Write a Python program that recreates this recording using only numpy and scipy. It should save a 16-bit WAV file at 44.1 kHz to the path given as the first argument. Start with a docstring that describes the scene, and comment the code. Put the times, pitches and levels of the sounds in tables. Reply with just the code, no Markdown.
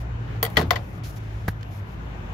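"""By a door on a concrete floor, a spring-loaded metal door stop is flipped down.
Its lever snaps and rattles, the foot slams on the concrete and shakes the door, the lever snaps again.
Metal and door are decaying sines set off by clicks; cracks, a brushing hand and a rustle are shaped noise.
A fist lands on the floor with rings, a puff of noise and ticks of grit.
Far traffic rumbles as banded noise, with an engine hum of two wavering sines that sinks slowly."""
import sys
import numpy as np
from scipy import signal
from scipy.io import wavfile

SR = 44100
rng = np.random.default_rng(int(sys.argv[2]) if len(sys.argv) > 2 else 0)


def master(y):
    """Save y as 16-bit WAV."""
    cut = np.clip(np.atleast_2d(y).T, -1, 1)
    pcm = np.round(cut * 32767)  # scale
    wavfile.write(sys.argv[1], SR, pcm.astype(np.int16))


def decibels_to_gain(level_db):
    """Convert a level in decibels to a linear amplitude gain (20 dB per decade)."""
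    exponent = np.asarray(level_db, float) / 20
    return 10 ** exponent


N = 102885  # length in samples

# metal touching metal or floor: start_s, strength_db (relative), favoured_pitch_hz,
# steel_ping_db (extra), crack_treble_db (extra)
METAL_CONTACTS = [(0.4284, -16.5, 3770, 14, 11.5), (0.4300, -16, 690, -5, 10), (0.4405, -27, 1500, -3, 19),
                  (0.4504, -22.5, 2550, 4, 13.5), (0.4630, -28.5, 2800, 6, 11), (0.5010, -46, 3000, 10, 22),
                  (0.5696, -9.5, 2700, -8, 3), (0.5725, -13.5, 1850, -11, 1), (0.5770, -15, 900, -17, -4),
                  (0.583, -20.5, 1950, -12, -5), (0.5880, -22, 495, -15, -12), (0.5940, -22, 1500, -8, 4),
                  (0.6020, -27.5, 900, -8, 9), (0.6130, -24, 900, -5, 7), (0.6200, -29, 600, -10, 7),
                  (0.6280, -34, 900, -10, -6), (0.7069, -13, 3060, -0.5, 5), (0.7080, -11, 1000, -24, -15),
                  (0.7100, -14.5, 1980, -19, -17), (0.7190, -35, 800, -16, -6), (0.7330, -32, 900, -6, -2),
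                  (0.7577, -28, 3485, -4, 2), (0.7611, -21, 1550, -18, -12), (0.767, -30.5, 1000, -18, -12)]
# how far the metal sounds lean to one side: pitch_hz, left_minus_right_db
METAL_SIDES = [(60, 0.5), (110, 0.5), (200, 22), (380, 1.5), (700, 1), (1290, 6), (2380, 6), (4400, 8.0),
               (8120, 0.5), (15000, -3.5)]


def rms_one(x):
    """Scales a sound to an rms of 1."""
    return x / np.sqrt(np.mean(x ** 2) + 1e-20)


def in_time(rows):
    """Draws straight lines through rows of (time in s, values) and gives one curve per value."""
    seconds, *columns = np.transpose(rows)
    return [np.interp(np.arange(N) / SR, seconds, column) for column in columns]


def at_hz(points, hz):
    """Reads a (pitch in Hz, value) curve at one pitch, on a logarithmic pitch scale."""
    point_hz, values = np.transpose(points)
    return np.interp(np.log(hz), np.log(point_hz), values)


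def drift(rate_hz):
    """Slow chance with spread 1: noise smoothed twice, made at a fortieth of the sample rate."""
    keep = np.exp(-2 * np.pi * rate_hz * 40 / SR)
    noise = rng.standard_normal(N // 40 + 2002)
    slow = signal.lfilter([1], [1, -2 * keep, keep * keep], noise)[2000:]  # skip the start-up
    return np.interp(np.arange(N) / 40, np.arange(len(slow)), rms_one(slow))


def clicks(start_s, level_db, factor=0.96):
    """Single-sample pulses on near silence; a complex factor sets the phase of a ring."""
    out = np.full(N, 1e-18, dtype=np.result_type(factor))
    np.add.at(out, (np.asarray(start_s) * SR).astype(int), decibels_to_gain(level_db) * factor)
    return out


def dying(x, t60_s):
    """Each click starts an exponential decay that falls 60 dB in t60_s."""
    return signal.lfilter([1], [1, -decibels_to_gain(-60 / (t60_s * SR))], x)


def ring(x, hz, t60_s, turn=0., swell_t60_s=None):
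    """A decaying sine per click, swelling in if asked; the right ear hears it turned in phase (radians)."""
    spin = np.exp(2j * np.pi * hz / SR)
    wave = signal.lfilter([1], [1, -decibels_to_gain(-60 / (t60_s * SR)) * spin], x)
    if swell_t60_s:
        keep = decibels_to_gain(-60 / (swell_t60_s * SR))
        wave = signal.lfilter([1 - keep], [1, -keep * spin], wave)
    return np.array([wave.imag, (wave * np.exp(1j * turn)).imag])


def pan(left_minus_right_db):
    """Gains for left and right, half the difference each."""
    return decibels_to_gain(np.array([[left_minus_right_db / 2], [-left_minus_right_db / 2]]))


def bands(spectrum, alike):
    """Yields centre and stereo noise of each quarter-octave band; all together have rms near 1."""
    edges = 28.5 * 2 ** np.arange(0, 9.3, .25)
    centres = np.sqrt(edges[1:] * edges[:-1])
    white = rng.standard_normal((2, 2, N))  # neighbouring bands use different noise
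    total = np.sqrt(np.sum(decibels_to_gain(at_hz(spectrum, centres)) ** 2 * np.diff(edges)) * 2 / SR)
    for k, hz in enumerate(centres):
        if spectrum[0][0] < hz < spectrum[-1][0]:
            sos = signal.butter(2, edges[k:k + 2], "band", fs=SR, output="sos")
            mid, side = signal.sosfilt(sos, white[k % 2])
            likeness = np.clip(alike(hz), -1, 1)  # 1: same in both ears, -1: opposite
            stereo = np.sqrt(1 + likeness) * mid + np.sqrt(1 - likeness) * side * [[1], [-1]]
            yield hz, decibels_to_gain(at_hz(spectrum, hz)) / total * stereo / np.sqrt(2)


def traffic():
    """Far traffic is patchy broad rumble: noise bands that drift in level, together and each alone."""
    # colour of the rumble: pitch_hz, level_db (per Hz, relative)
    rumble_colour = [(25, -47), (38, -17), (50, -3), (108, -3.5), (131, -6.5), (167, -9.5), (215, -17.5),
                     (313, -17.5), (450, -23), (787, -23.5), (1500, -28.5), (2670, -35), (4500, -50.5),
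                     (6800, -51.5), (8000, -81.5), (10000, -57), (12200, -62.5), (14500, -64), (17000, -51)]
    # overall level before the drift and hiss: time_s, level_db
    rumble_level = [(0, -35.5), (.6, -31.5), (1.2, -36.5), (1.8, -37), (2.33, -33)]
    # how alike the two ears are: pitch_hz, likeness (-1 to 1)
    ear_likeness = [(60, 0.96), (180, 0.96), (550, 0.18), (1650, -0.47), (4970, 0.1), (15000, -1)]
    # lean to one side: pitch_hz, left_minus_right_db
    rumble_sides = [(60, 1), (400, 1), (1300, 4), (4400, 7), (15000, -6)]
    # extra level of the tyre hiss above 600 Hz: time_s, level_db
    tyre_hiss = [(0, 1.64), (.7, -1.4), (1.3, 1.25), (1.8, 1.64), (2.33, 2)]
    together = drift(1.6)
    hiss_db = in_time(tyre_hiss)[0]
    rumble = 0
    for hz, noise in bands(rumble_colour, lambda hz: at_hz(ear_likeness, hz)):
        level_db = 0.2 * together + 1.3 * drift(5.0) + hiss_db * (hz > 600)
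        rumble = rumble + noise * pan(at_hz(rumble_sides, hz)) * decibels_to_gain(level_db)
    return decibels_to_gain(in_time(rumble_level)[0]) * rumble


def engine():
    """A far engine hums at its first two orders, each wavering in level and pitch."""
    # middle course of the hum, before wavering: time_s, pitch_hz, first_order_db, second_order_db
    engine_course = [(0, 57, -38.5, -35.5), (.45, 55.76, -42, -33), (.9, 54.22, -42, -41.5),
                     (1.1, 54, -33, -30), (1.3, 54.33, -32, -41), (1.55, 54.17, -36, -33),
                     (1.85, 53, -35, -37), (2.33, 51, -34, -42)]
    waver_db, waver_hz = 4.5, 2.49
    pitch_hz, *orders_db = in_time(engine_course)
    hum = 0
    for order, level_db in enumerate(orders_db, 1):
        loudness = decibels_to_gain(level_db + waver_db * drift(2.9))
        order_hz = order * pitch_hz + waver_hz * drift(5.85)
        hum = hum + loudness * np.sin(2 * np.pi * np.cumsum(order_hz) / SR)
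    return hum


def brushing():
    """Skin and cloth brush the floor: bright noise in short strokes, each with its own tilt."""
    # strokes: start_s, length_s, level_db (relative, at 7000 Hz), tilt_db_per_octave
    brush_strokes = [(-.02, 0.04, -56, 1), (0.273, 0.1, -67, -14), (0.483, 0.067, -59.5, 7.5),
                     (0.557, .015, -54, -13.5), (0.643, 0.27, -63, 5), (1.478, 0.011, -44, -4),
                     (0.826, 0.024, -74, -3), (0.922, 0.062, -61.5, 2.5), (1.033, 0.03, -45.5, -1.5),
                     (1.064, 0.045, -50, 3), (1.123, 0.036, -58.5, 1.5), (1.159, 0.023, -52, 0),
                     (1.195, 0.32, -62, -2.5), (1.48, 0.033, -65, 13), (1.609, 0.0033, -55, -5.5),
                     (1.629, 0.0019, -47, -8), (1.705, 0.089, -58.5, 1), (1.865, 0.072, -64.5, -4)]
    # colour of the noise: pitch_hz, level_db (per Hz, relative)
    brush_colour = [(900, -28), (1500, -1.5), (3000, 0.5), (5500, 1), (6900, -1), (8200, -18.5),
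                    (10000, -2.5), (12000, -4), (14000, -6), (15700, -5), (17000, -30)]
    start_s, length_s, level_db, tilt_db = np.transpose(brush_strokes)
    # longer strokes rise and fall more slowly, up to a length of 0.05 s
    rise_s = 0.0011 + 0.15 * np.minimum(length_s, .05)
    fall_s = 0.0018 + 0.24 * np.minimum(length_s, .05)
    since_start = np.arange(N) / SR - start_s[:, None]
    since_end = np.maximum(since_start - length_s[:, None], 0)
    strokes = np.clip(since_start / rise_s[:, None], 0, 1) * np.exp(-since_end / fall_s[:, None])
    out = 0
    for hz, noise in bands(brush_colour, lambda hz: .2):
        loudness = decibels_to_gain(level_db + tilt_db * np.log2(hz / 7000)) @ strokes
        out = out + noise * decibels_to_gain(0.51 * drift(22.0)) * loudness
    return out


def rustle():
    """A soft rustle high in the treble: a band of noise that swells and fades."""
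    # swells: middle_s, width_s, level_db
    rustle_swells = [(.33, 0.072, -72.5), (1.57, 0.048, -75), (1.70, 0.052, -71), (1.76, 0.038, -64),
                     (1.91, 0.042, -68), (2.05, 0.059, -74.5), (2.25, .08, -73.5)]
    centre_hz, breadth_hz = 12030, 1840
    middle_s, width_s, level_db = np.transpose(rustle_swells)
    widths_away = (np.arange(N) / SR - middle_s[:, None]) / width_s[:, None]
    loudness = decibels_to_gain(level_db) @ np.exp(-.5 * widths_away ** 2)
    limits_hz = [centre_hz - breadth_hz / 2, centre_hz + breadth_hz / 2]
    sos = signal.butter(2, limits_hz, "band", fs=SR, output="sos")
    return loudness * rms_one(signal.sosfilt(sos, rng.standard_normal((2, N))))


def metal_rings():
    """Every contact rings the bracket, door skin, lever and spring as decaying sines at chance phases."""
    # bracket and door skin: pitch_hz, level_db (relative), t60_s
    body_modes = [(462, -0.5, 0.1), (555, -11, .05), (690, 1, 0.038), (732, -2.5, 0.087), (900, -3.5, 0.01),
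                  (1072, -0.5, 0.055), (1128, -15, 0.036), (1320, -15, 0.026), (1460, -3, 0.023),
                  (1918, 1, 0.046), (2005, 4, 0.024), (2340, -12.5, 0.055), (2988, -5.5, 0.034),
                  (3240, 2.5, 0.023), (3426, -6.5, .02), (3677, -31, 0.046), (4280, -5, 0.024),
                  (4570, -8, 0.054), (5310, -5, .025), (5860, -15, 0.023), (6650, -3.5, .04)]
    # pitches of the steel lever and spring: pitch_hz
    steel_pitches = [9930, 10850, 12295, 14450, 15570]
    # the same lever and spring modes: level_db (relative), t60_s
    steel_decays = [(-24, .04), (-37, 0.017), (-10.5, 0.057), (-21, 0.099), (-9, 0.041)]
    favour_db, scatter_db = 6.5, 1.2  # loss per octave squared off the favoured pitch; chance spread
    phase_spread, phase_full_hz = 1.55, 1500  # radians between the ears, reached from that pitch up
    press_t60_s = 0.0037  # a contact presses for a moment, so the modes swell in; shorter above 1000 Hz
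    start_s, strength_db, favoured_hz, ping_db, _ = np.transpose(METAL_CONTACTS)
    modes = body_modes + [(hz, *row) for hz, row in zip(steel_pitches, steel_decays)]
    luck = rng.standard_normal((len(start_s), len(modes)))
    phase = np.exp(2j * np.pi * rng.random(luck.shape))
    out = 0
    for k, (hz, level_db, t60_s) in enumerate(modes):
        if k < len(body_modes):
            colour_db = -favour_db * np.log2(hz / favoured_hz) ** 2
        else:
            colour_db = ping_db
        turn = phase_spread * min(1, hz / phase_full_hz) * rng.choice([-1, 1])
        force_db = strength_db - 4.5 + level_db + colour_db + scatter_db * luck[:, k]
        force = clicks(start_s, force_db, phase[:, k])
        wave = ring(force, hz, t60_s, turn, press_t60_s * min(1, 1000 / hz))
        out = out + pan(at_hz(METAL_SIDES, hz)) * wave
    return out


def metal_cracks():
    """Every contact cracks: a short burst of noise, with a quieter tail that is longest in the bass."""
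    # colour of the crack: pitch_hz, level_db (per Hz, relative)
    crack_colour = [(300, -2), (700, 6.5), (2000, -3), (2600, -8.5), (3300, -4.5), (6500, -15), (8200, -24),
                    (10500, -19.5), (12300, -11), (13500, -24), (15700, -16), (17000, -34)]
    # how long the tail lasts: pitch_hz, t60_s
    tail_decay = [(300, 0.29), (2000, 0.16), (6000, 0.13), (15000, 0.033)]
    crack_db, crack_t60_s, tail_db = -6, 0.016, -20.5
    start_s, strength_db, _, _, treble_db = np.transpose(METAL_CONTACTS)
    out = 0
    for hz, noise in bands(crack_colour, lambda hz: 0.27):
        hit = clicks(start_s, strength_db + treble_db * (hz > 7300))
        burst = decibels_to_gain(crack_db) * dying(hit, crack_t60_s)
        tail = decibels_to_gain(tail_db) * dying(hit, at_hz(tail_decay, hz))
        out = out + pan(at_hz(METAL_SIDES, hz)) * noise * (burst + tail)
    return out


def door_stop():
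    """The metal contacts, rings and cracks together, with the bass below 344 Hz taken out."""
    sos = signal.butter(4, 344, "high", fs=SR, output="sos")
    return signal.sosfilt(sos, metal_rings() + metal_cracks())


def door_leaf():
    """Slams shake the door leaf: its low modes swell in and die away."""
    # slams: start_s, level_db (relative)
    door_slams = [(0.573, -20), (0.587, -22.5), (0.612, -24)]
    # modes of the leaf: pitch_hz, level_db (relative), t60_s
    leaf_modes = [(83.4, -5.5, 0.48), (115, -3.5, 0.089), (146.4, 1.5, 0.16), (179.4, 1.5, 0.226),
                  (223.4, 0, 0.11), (253, -0.5, .2), (285.2, -15, 0.28), (356.4, -8.5, 0.16), (426, -3, .1)]
    swell_cycles = 4.6  # t60 of the swell, in cycles of each mode
    start_s, slam_db = np.transpose(door_slams)
    out = 0
    for hz, level_db, t60_s in leaf_modes:
        out = out + ring(clicks(start_s, slam_db + level_db), hz, t60_s, swell_t60_s=swell_cycles / hz)
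    return out


def pats():
    """Flesh lands on concrete: a low push, a short ringing slap and a puff of noise."""
    # touches: start_s, slap_db, low_push_db (both relative)
    floor_pats = [(1.4800, -29.5, -46), (1.4818, -27.5, -30.5), (1.4838, -24.5, -18)]
    # rings, the first two for the push, the others for the slap: pitch_hz, level_db (relative), t60_s
    pat_rings = [(96, 0.5, 0.082), (166, 5, 0.041), (298, -3, 0.027), (483, -4.5, 0.021), (600, 0.5, 0.02),
                 (810, 1.5, 0.011), (1000, -4.5, 0.023), (1130, -19, 0.011), (1550, -4, 0.018),
                 (1747, -10, 0.034)]
    # colour of the puff: pitch_hz, level_db (per Hz, relative)
    puff_colour = [(250, -10), (500, -7), (1000, -14), (1700, 1.5), (2500, -20.5), (4500, -23.5),
                   (7900, -59), (11800, -17), (16000, -28), (17000, -40)]
    puff_db, puff_t60_s = -0.1, 0.032  # level beside the slap
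    start_s, slap_db, push_db = np.transpose(floor_pats)
    out = 0
    for k, (hz, level_db, t60_s) in enumerate(pat_rings):
        is_push = k < 2
        # the push starts at phase zero, the slap at chance phases
        phase = np.exp(2j * np.pi * rng.random(len(start_s)) * (not is_push))
        force_db = level_db + (push_db if is_push else slap_db)
        out = out + ring(clicks(start_s, force_db, phase), hz, t60_s)
    puff = dying(clicks(start_s, slap_db + puff_db), puff_t60_s)
    # a second short decay softens the onset; the factor roughly undoes its gain
    puff = dying(puff, 0.0034) * 7 / (0.0039 * SR)
    return out + puff * sum(noise for _, noise in bands(puff_colour, lambda hz: .5))


def grit():
    """Grit ticks under the fist: small decaying sines that swell in quickly."""
    # ticks: start_s, level_db (relative), pitch_hz, t60_s
    grit_ticks = [(1.627, -44, 3100, 0.027), (1.6267, -50, 4570, .02), (1.662, -44.5, 2705, 0.034)]
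    return sum(ring(clicks([start_s], level_db), hz, t60_s, 1., 0.0061)
               for start_s, level_db, hz, t60_s in grit_ticks)


def scene():
    """Street, hand, rustle, door stop and shaken door added up."""
    street = traffic() + engine()
    hand = brushing() + pats() + grit()
    return street + hand + rustle() + door_stop() + door_leaf()


def low_pass(x):
    """Removes everything above the highest recorded frequency."""
    return signal.sosfilt(signal.butter(12, 16950, fs=SR, output="sos"), x)


def record(dry):
    """The microphone drops the deepest bass, below 30 Hz, and the top is cut from 16800 Hz."""
    low_cut = signal.butter(2, 30, "high", fs=SR, output="sos")
    top_cut = signal.cheby2(10, 60, 16800, fs=SR, output="sos")
    mix = signal.sosfilt(top_cut, signal.sosfilt(low_cut, dry))
    return low_pass(mix)


dry = scene()
out = record(dry)
master(out)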